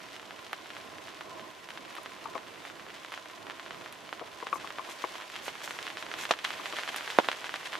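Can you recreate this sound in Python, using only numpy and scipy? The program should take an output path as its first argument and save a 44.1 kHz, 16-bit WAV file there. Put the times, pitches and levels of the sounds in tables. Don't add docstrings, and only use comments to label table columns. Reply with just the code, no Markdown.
import sys
import numpy as np
from scipy import signal
from scipy.fft import rfft, irfft, next_fast_len
from scipy.io import wavfile
from scipy.ndimage import map_coordinates

SR = 44100
rng = np.random.default_rng(int(sys.argv[2]) if len(sys.argv) > 2 else 0)


def transcribe(u):
    v = np.clip(np.atleast_2d(u).T, -1, 1)
    q = np.round(v * 32767).astype(np.int16)
    wavfile.write(sys.argv[1], SR, q)


N = 343539


def amp(db):
    return 10 ** (np.asarray(db) / 20)


def unit(x):
    return x / np.sqrt(np.mean(x ** 2) + 1e-20)


def along(points, hz):
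    freqs, values = np.transpose(points)
    return np.interp(np.log(hz + 1), np.log(freqs + 1), values)


def wobble(per_s):
    return map_coordinates(rng.standard_normal(int(N * per_s / SR) + 4), [np.arange(N) * per_s / SR])


def filtered(x, response):
    size = next_fast_len(N + SR // 2)
    return irfft(rfft(x, size) * response(np.fft.rfftfreq(size, 1 / SR)), size)[..., :N]


def resonance(hz, centre_hz, q):
    s = 1j * hz / centre_hz
    return s / q / (1 + s / q + s * s)


def add(track, start_s, sound):
    start = max(round(start_s * SR), 0)
    part = track[..., start:start + sound.shape[-1]]
    part += sound[..., :part.shape[-1]]


# frequency in Hz, correlation.
MIC_LIKENESS = [(60, 0.51), (200, 0.71), (700, 0.51), (1500, 0.46), (3500, 0.72), (7000, 0.38),
                (12000, 0.13)]

def diffuse_noise(spectrum):
    def mid_and_side(hz):
        angle = np.arccos(np.clip(along(MIC_LIKENESS, hz), -1, 1)) / 2
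        return amp(along(spectrum, hz)) * [np.cos(angle), np.sin(angle)]
    mid, side = filtered(rng.standard_normal((2, N)), mid_and_side)
    return unit(np.array([mid + side, mid - side]))


# frequency in Hz, seconds to fall 60 dB.
TENT_DECAY = [(200, 0.07), (1000, 0.05), (4000, 0.064), (12000, 0.024)]
# delay in seconds, level in dB.
WALL_ECHOES = [(0.0063, -20), (0.0108, -21.5), (0.013, -18.5)]

def in_tent(sound, wet_db, width=0.84, build_s=0.0013, leak_hz=600):
    hz, t, noise = signal.stft(rng.standard_normal((2, SR // 12)), SR, nperseg=128)
    decay = amp(-60 * t / along(TENT_DECAY, hz)[:, None])
    mid, side = signal.istft(noise * decay, SR, nperseg=128)[1]
    tail = np.array([mid + width * side, mid - width * side])
    tail *= 1 - np.exp(-(np.arange(len(mid)) / SR / build_s) ** 2)
    echo = amp(wet_db) * tail / np.linalg.norm(tail[0])
    for delay_s, db in WALL_ECHOES:
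        echo[:, round(delay_s * rng.uniform(.95, 1.05) * SR)] += amp(db)
    echo = signal.lfilter(*signal.butter(1, leak_hz, "high", fs=SR), echo)
    echo[:, 0] += 1
    return signal.fftconvolve(sound[None], echo, axes=1)


# time in seconds, strength in dB.
RAIN_TREND = [(0.0, -51), (1.65, -52), (1.84, -51), (3.88, -51.5), (4.25, -52), (4.56, -50.5), (4.9, -49),
              (5.05, -46.5), (5.42, -48.5), (5.79, -46), (6.2, -47.5), (6.4, -48.5), (6.66, -44),
              (6.88, -45), (7.14, -42.5), (7.27, -44), (7.44, -47.5), (7.79, -46)]
# start in seconds, level in dB relative to the rain.
BRANCH_SHOWERS = [(.12, 0.5), (.77, 1.5), (1.95, -6.5), (2.344, 1), (2.65, 1), (3.12, 1), (4.455, -9),
                  (6.449, 6)]

def rain_strength(rise_s=0.012, fade_s=0.023):
    t = np.arange(N) / SR
    power = np.ones(N)
    for start_s, db in BRANCH_SHOWERS:
        rise = np.clip((t - start_s) / rise_s, 0, 1)
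        power += amp(db) ** 2 * rise * np.exp(-np.maximum(t - start_s - rise_s, 0) / fade_s)
    return np.interp(t, *np.transpose(RAIN_TREND)) + 10 * np.log10(power)


# frequency in Hz, density in dB.
LEAF_HISS = [(150, -36), (400, 0.5), (700, 4.5), (1200, 2.5), (2000, 4), (3300, 0), (4700, -5), (6500, -8),
             (8000, -12.5), (12500, -17), (14000, -25.5), (15000, -57)]
LOW_WASH = [(25, -14), (60, -9.5), (110, -5.5), (220, -4.5), (330, -.5), (480, -3.5), (630, -4),
            (800, -5.5), (1400, -8), (4000, -54)]
# centre in Hz, width in Hz, level in dB.
HOLLOW_MODES = [(332, 71, -8), (646, 97, -1.5), (1032, 101, 4.5)]

def far_woods(strength_db, wash_db=-53.5):
    def hollow(hz):
        return sum(amp(db) * resonance(hz, centre, centre / width) ** 2
                   for centre, width, db in HOLLOW_MODES)
    hiss = amp(strength_db + wobble(45) + 0.18 * wobble(11)) * diffuse_noise(LEAF_HISS)
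    wash = amp(1.9 * wobble(7.2)) * diffuse_noise(LOW_WASH)
    ring = amp(-2 + 3.2 * wobble(7)) * unit(filtered(diffuse_noise(LOW_WASH), hollow))
    return hiss + amp(wash_db) * (wash + ring)


# frequency in Hz, density in dB.
SPATTER_SPECTRUM = [(1500, -25), (3500, 5), (6300, 1), (8500, 0), (12500, -9), (14500, -35)]

def leaf_spatter(strength_db, per_s=300, spread_db=4.0, level_db=-18):
    landings = rng.random((2, N)) < per_s / SR
    sizes = amp(spread_db * np.clip(rng.standard_normal((2, N)), -2, 2))
    crackle = filtered(landings * sizes, lambda hz: amp(along(SPATTER_SPECTRUM, hz)))
    return amp(strength_db + level_db) * unit(crackle)


def swells(rows):
    t = np.arange(0, N / SR, .002)
    power = sum(amp(db) ** 2 * np.exp(-((t - centre_s) / half_s) ** 2) for centre_s, db, half_s in rows)
    return np.sqrt(np.interp(np.arange(N) / SR, t, power))


# centre in seconds, level in dB, half length in seconds.
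DEER_RUSTLES = [(4.475, -43, 0.0089), (4.615, -45, 0.012), (4.91, -47, 0.018), (5.36, -42.5, 0.015),
                (5.48, -44.5, 0.023), (5.65, -42, 0.012), (5.712, -57.5, 0.014), (5.785, -53, 0.01),
                (5.865, -57, 0.015), (6.13, -52, 0.027), (6.215, -39, 0.031), (6.298, -36, 0.0051),
                (6.447, -30.5, 0.0034), (6.47, -49, 0.014), (6.53, -42, 0.015), (6.668, -48, 0.031),
                (6.785, -40, 0.027), (6.89, -37.5, 0.0081), (6.975, -39, 0.012), (7.322, -43, 0.016),
                (7.46, -40.5, 0.015), (7.552, -41, 0.018), (7.665, -37.5, 0.01), (7.738, -45, 0.0081)]
# frequency in Hz, density in dB.
LEAF_LITTER = [(200, -31), (600, 5), (1200, 3.5), (2000, 8), (3700, 3.5), (5000, -5), (7500, -10.5),
               (13000, -21), (15000, -50)]

def deer(cracks_per_s=2000, spread_db=6.5):
    cracks = (rng.random(N) < cracks_per_s / SR) * amp(spread_db * rng.standard_normal(N))
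    cracks *= rng.choice([-1, 1], N)
    crackle = filtered(cracks, lambda hz: amp(along(LEAF_LITTER, hz)))
    return swells(DEER_RUSTLES) * unit(in_tent(crackle, wet_db=-6)[:, :N])


# centre in seconds, level in dB, half length in seconds.
CLOTH_STROKES = [(4.56, -52, 0.015), (4.915, -48, 0.016), (5.03, -53, 0.014), (5.465, -48, 0.022),
                 (5.65, -44.5, 0.012), (5.70, -51, 0.03), (6.215, -45.5, 0.028), (6.315, -50, 0.02),
                 (6.975, -44, 0.0087)]
# frequency in Hz, density in dB.
CLOTH_SPECTRUM = [(500, -24), (2000, -1), (4200, 9.5), (6500, 14.5), (9000, 8), (13500, 2.5), (15500, -30)]

def cloth_swish(grain_db=3.0):
    return swells(CLOTH_STROKES) * unit(diffuse_noise(CLOTH_SPECTRUM) * amp(grain_db * wobble(500)))


# start in seconds, level in dB,
# low thud and middle ring in dB relative to the high clack, pitch ratio.
HANDLING_KNOCKS = [(1.983, -33, -4, 0, 1.11), (2.256, -29, -11, 6, 1.03), (2.269, -40, -12, -4, 1.0),
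                   (2.349, -35, -7, 0, 1.0), (2.353, -25, 1.5, -1, 1.02), (2.360, -30.5, 1, 6, .96),
                   (4.2122, -31.5, 8.5, 7, 0.95), (4.2193, -32.5, 15, 4, 1.01), (4.426, -27, 0, 0, 0.91),
                   (4.466, -33, -1, 0, 0.98), (4.5282, -16.5, -8.5, -6, 1.065), (4.556, -29, -4, 4, 0.99),
                   (4.644, -31, -3, 0, 1.03), (4.793, -25.5, -7, -3, 0.99), (4.888, -33.5, 5, 2, 0.94),
                   (5.040, -18.5, -0.5, -5, 0.97), (6.597, -31, -7, -2, 0.99), (6.733, -28.5, 4, 1, 0.95)]
# frequency in Hz, level in dB, seconds to fall 60 dB.
CAMERA_MODES = [(389, -3.5, 0.033), (510, 3.5, 0.029), (647, 0.5, 0.037), (873, -3, 0.054),
                (1075, 1, 0.046), (1150, 12.5, 0.014), (2250, 7, 0.0076)]

def camera_knocks(left_db=3.5, shell_hz=280, attack_s=0.0017, thud_hz=660, middle_hz=865, clack_hz=1060):
    out, t = np.zeros((2, N)), np.arange(SR // 10) / SR
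    for start_s, db, thud_db, middle_db, pitch in HANDLING_KNOCKS:
        ring = 0
        for hz, mode_db, t60 in CAMERA_MODES:
            vary_db, detune = rng.normal(0, 1.5), rng.normal(1, .012)
            strike_db = np.interp(hz, [thud_hz, middle_hz, clack_hz], [thud_db, middle_db, 0])
            envelope = amp(mode_db + vary_db + strike_db - 60 * t / t60)
            ring += envelope * np.cos(2 * np.pi * hz * pitch * detune * t)
        ring *= 1 - np.exp(-t / attack_s)
        add(out, start_s, amp(db) * in_tent(ring / np.abs(ring).max(), wet_db=-12))
    thin = filtered(out, lambda hz: resonance(hz, shell_hz, 0.97) * 1j * hz / shell_hz)
    return thin * amp([[left_db], [-left_db]])


# start in seconds, level in dB.
WET_TICKS = [(0.531, -32), (1.2105, -45), (1.6915, -42), (1.954, -35), (2.033, -36), (3.1246, -39),
             (3.926, -32.5), (4.129, -45), (4.5439, -34), (5.4553, -33), (6.243, -34), (6.5194, -38),
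             (6.9634, -21.5)]

def droplet_ticks(tick_hz=10000):
    out = np.zeros((2, N))
    snap = irfft(resonance(np.fft.rfftfreq(512, 1 / SR), tick_hz, q=1.76) ** 2)
    for start_s, db in WET_TICKS:
        add(out, start_s, amp(db) * in_tent(snap / np.abs(snap).max(), wet_db=-6))
    return out


# centre in Hz, width in Hz, gain in dB.
FABRIC_COLOUR = [(2340, 410, -2), (3240, 740, 3.5), (4750, 540, -1)]
SMALL_DRIP_HZ = 1600

def fabric_tap(pitch_hz, q=0.97, snap_hz=3400, soft_hz=3400, panel_hz=330):
    hz = np.fft.rfftfreq(1024, 1 / SR)
    pitch_ratio = pitch_hz / SMALL_DRIP_HZ
    s = 1j * hz / pitch_ratio ** 0.42
    dent = (1 - s / snap_hz) / (1 + s / snap_hz)
    contact = 1 / (1 + s / soft_hz / 0.56 + (s / soft_hz) ** 2)
    edge_hz = panel_hz * pitch_ratio ** 0.6
    radiation = resonance(hz, edge_hz, 0.99) * 1j * hz / edge_hz
    colour = np.prod([1 + (amp(db) - 1) * resonance(hz, centre, centre / width)
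                      for centre, width, db in FABRIC_COLOUR], axis=0)
    wave = irfft(resonance(hz, pitch_hz, q) * dent * contact * radiation * colour)
    return wave / np.abs(wave).max()


def patter(strength_db, per_s, spread_db, level_db, wet_db, pitches_hz, spots=6):
    chance = per_s / spots / SR * amp(strength_db - np.median(strength_db))
    sizes = amp(-spread_db * rng.random(N))
    out = np.zeros((2, N))
    for pitch_hz in np.geomspace(*pitches_hz, spots):
        landings = (rng.random(N) < chance) * sizes
        out += signal.oaconvolve(landings[None], in_tent(fabric_tap(pitch_hz), wet_db), axes=1)[:, :N]
    return amp(strength_db + level_db) * unit(out / np.sqrt(chance))


def roof_rain(strength_db):
    uneven_db = strength_db + wobble(12)
    drizzle = patter(uneven_db, per_s=150, spread_db=14, level_db=-5, wet_db=-7, pitches_hz=(1800, 5500))
    drops = patter(strength_db, per_s=30, spread_db=5, level_db=-6.5, wet_db=-8, pitches_hz=(1300, 2400))
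    return drizzle + drops


def roof_sag(centre_s=7.9, level_db=-39, pitch_hz=215, fall_per_s=22, half_s=0.009):
    t = np.clip(np.arange(N) / SR - centre_s, -8 * half_s, 8 * half_s)
    cycles = pitch_hz * (1 - np.exp(-fall_per_s * t)) / fall_per_s
    return amp(level_db) * np.exp(-(t / half_s) ** 2) * np.sin(2 * np.pi * cycles)


# start in seconds, level in dB, pitch in Hz.
BURSTING_DRIPS = [(5.482, -26, 2800), (6.3105, -15, 3500), (6.311, -17, 5540), (6.449, -18.5, 2690),
                  (7.187, -20, 3050), (7.287, -22, 3070)]

def drip_spray(fade_s=0.00175, droplets=7):
    out = np.zeros((2, N))
    for start_s, db, pitch_hz in BURSTING_DRIPS:
        lags_s = np.linspace(0, 2 * fade_s, droplets) * rng.uniform(0.616, 1, droplets)
        detunes = np.exp(0.074 * rng.standard_normal(droplets))
        for lag_s, detune in zip(lags_s, detunes):
            droplet = fabric_tap(pitch_hz * detune, q=2.2, panel_hz=420)
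            add(out, start_s + lag_s, amp(db) * np.exp(-lag_s / fade_s) * in_tent(droplet, wet_db=-6))
    return out


# start in seconds, level in dB, pitch of the struck fabric in Hz.
ROOF_DRIPS = [(0.0403, -33, 1700), (0.1644, -28.5, 1800), (0.197, -29.5, 1750), (0.308, -27, 1600),
              (0.3905, -32, 1700), (0.466, -31.5, 2100), (0.5314, -17, 1410), (0.6582, -33.5, 1600),
              (0.7039, -26, 1760), (0.7667, -26.5, 1700), (0.9387, -35, 1500), (0.9838, -29, 1700),
              (1.0731, -34, 3000), (1.083, -30, 1600), (1.2096, -24.5, 1300), (1.3082, -33.5, 1500),
              (1.396, -29, 1500), (1.6887, -28, 1800), (1.7052, -25.5, 1800), (1.7749, -26, 1750),
              (1.909, -35, 1850), (1.9524, -29.5, 1850), (1.9664, -28, 1500), (2.0599, -24, 1550),
              (2.12, -33, 2000), (2.379, -27, 1490), (2.6517, -27.5, 1600), (2.673, -33, 1750),
              (2.7, -29.5, 1500), (2.7965, -30, 1600), (2.8658, -33, 1400), (2.9031, -30, 2000),
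              (3.048, -26.5, 1510), (3.0852, -35, 1400), (3.1206, -25.5, 1600), (3.1258, -28, 1390),
              (3.1398, -23.5, 1680), (3.1766, -25.5, 1320), (3.2583, -30, 1240), (3.2993, -32.5, 1800),
              (3.4684, -28, 1500), (3.4988, -23.5, 1600), (3.5083, -25, 1500), (3.5968, -25.5, 1800),
              (3.6627, -28.5, 1500), (3.708, -23.5, 1580), (3.746, -31, 1750), (3.8125, -30, 1620),
              (3.8606, -26.5, 1400), (3.926, -32, 2200), (4.0916, -29, 1600), (4.128, -19.5, 1140),
              (4.1956, -26.5, 1600), (4.4026, -31, 1700), (4.4695, -21, 1410), (4.4886, -31, 1850),
              (4.6742, -24.5, 1870), (4.705, -23.5, 1450), (4.7852, -21, 1070), (4.8497, -30.5, 2100),
              (5.0208, -29, 1900), (5.0488, -27, 1700), (5.1551, -25, 1500), (5.2018, -30, 1450),
              (5.213, -31, 1700), (5.221, -27, 1700), (5.3002, -32, 1700), (5.3566, -25, 2000),
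              (5.4805, -22, 784), (5.5542, -27, 1710), (5.617, -27, 1400), (5.677, -21.5, 1490),
              (5.7083, -20, 1710), (5.7891, -21.5, 1690), (5.828, -23.5, 4000), (5.8678, -22, 1910),
              (5.878, -24, 1850), (5.9027, -24, 1900), (5.9715, -21.5, 1650), (5.9836, -30, 2200),
              (6.026, -22.5, 1700), (6.0655, -26, 1650), (6.1153, -21.5, 1680), (6.1397, -18.5, 1930),
              (6.2365, -24, 1750), (6.2532, -18, 1760), (6.3091, -8, 805), (6.3108, -14.5, 1060),
              (6.315, -13, 990), (6.3376, -19, 1550), (6.3897, -23, 2500), (6.4495, -14.5, 1900),
              (6.5054, -19, 1690), (6.5388, -25, 1600), (6.658, -18, 1770), (6.726, -21, 2000),
              (6.767, -22, 1950), (6.7867, -19.5, 1510), (6.794, -21.5, 2000), (6.8345, -20.5, 1750),
              (6.877, -21, 1590), (6.8922, -23.5, 2300), (6.9448, -20, 1450), (6.9613, -20, 1760),
              (7.009, -22.5, 1610), (7.077, -21, 1610), (7.1023, -20, 1730), (7.187, -0.5, 670),
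              (7.1998, -17, 900), (7.2452, -22.5, 1700), (7.2869, -9.5, 1110), (7.3162, -16.5, 1820),
              (7.3293, -22, 1690), (7.3481, -29, 1800), (7.416, -31, 2000), (7.4434, -21, 1560),
              (7.4935, -21, 1600), (7.541, -17, 1420), (7.5599, -25, 2100), (7.6314, -30, 1800),
              (7.722, -26, 2200), (7.7304, -22.5, 1700), (7.7355, -23, 1900), (7.7431, -24, 1500),
              (7.7537, -19, 1390)]

def roof_drips():
    out = np.zeros((2, N))
    spots = np.exp(0.18 * rng.uniform(-1.3, 1, (len(ROOF_DRIPS), 2)))
    for (start_s, db, pitch_hz), (springiness, hardness) in zip(ROOF_DRIPS, spots):
        drip = fabric_tap(pitch_hz, q=0.99 * springiness, soft_hz=3300 * hardness)
        wet_db = -8 + 0.5 * np.log2(pitch_hz / SMALL_DRIP_HZ)
        add(out, start_s, amp(db) * in_tent(drip, wet_db))
    return out


# frequency in Hz, left minus right in dB.
PORT_BALANCE = [(60, -16.5), (200, -10), (380, -11), (700, -2.5), (1300, -2.5), (2400, -.5), (4400, .5),
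                (8000, -1.5), (10500, -4.5), (13000, -29)]

def mic_ports(hz):
    ratio = amp(along(PORT_BALANCE, hz))
    return np.array([2 * ratio, 2 * np.ones_like(hz)]) / (1 + ratio)


def scene():
    strength_db = rain_strength()
    outside = far_woods(strength_db) + leaf_spatter(strength_db)
    overhead = roof_rain(strength_db) + roof_drips() + roof_sag() + drip_spray() + droplet_ticks()
    return filtered(outside + overhead + cloth_swish() + deer(), mic_ports) + camera_knocks()


def record(dry, low_cut_hz=90, top_hz=15600):
    trimmed = filtered(dry, lambda hz: 1j * hz / (low_cut_hz + 1j * hz))
    return filtered(np.clip(trimmed, -1, 1), lambda hz: hz < top_hz)


dry = scene()
out = record(dry)
transcribe(out)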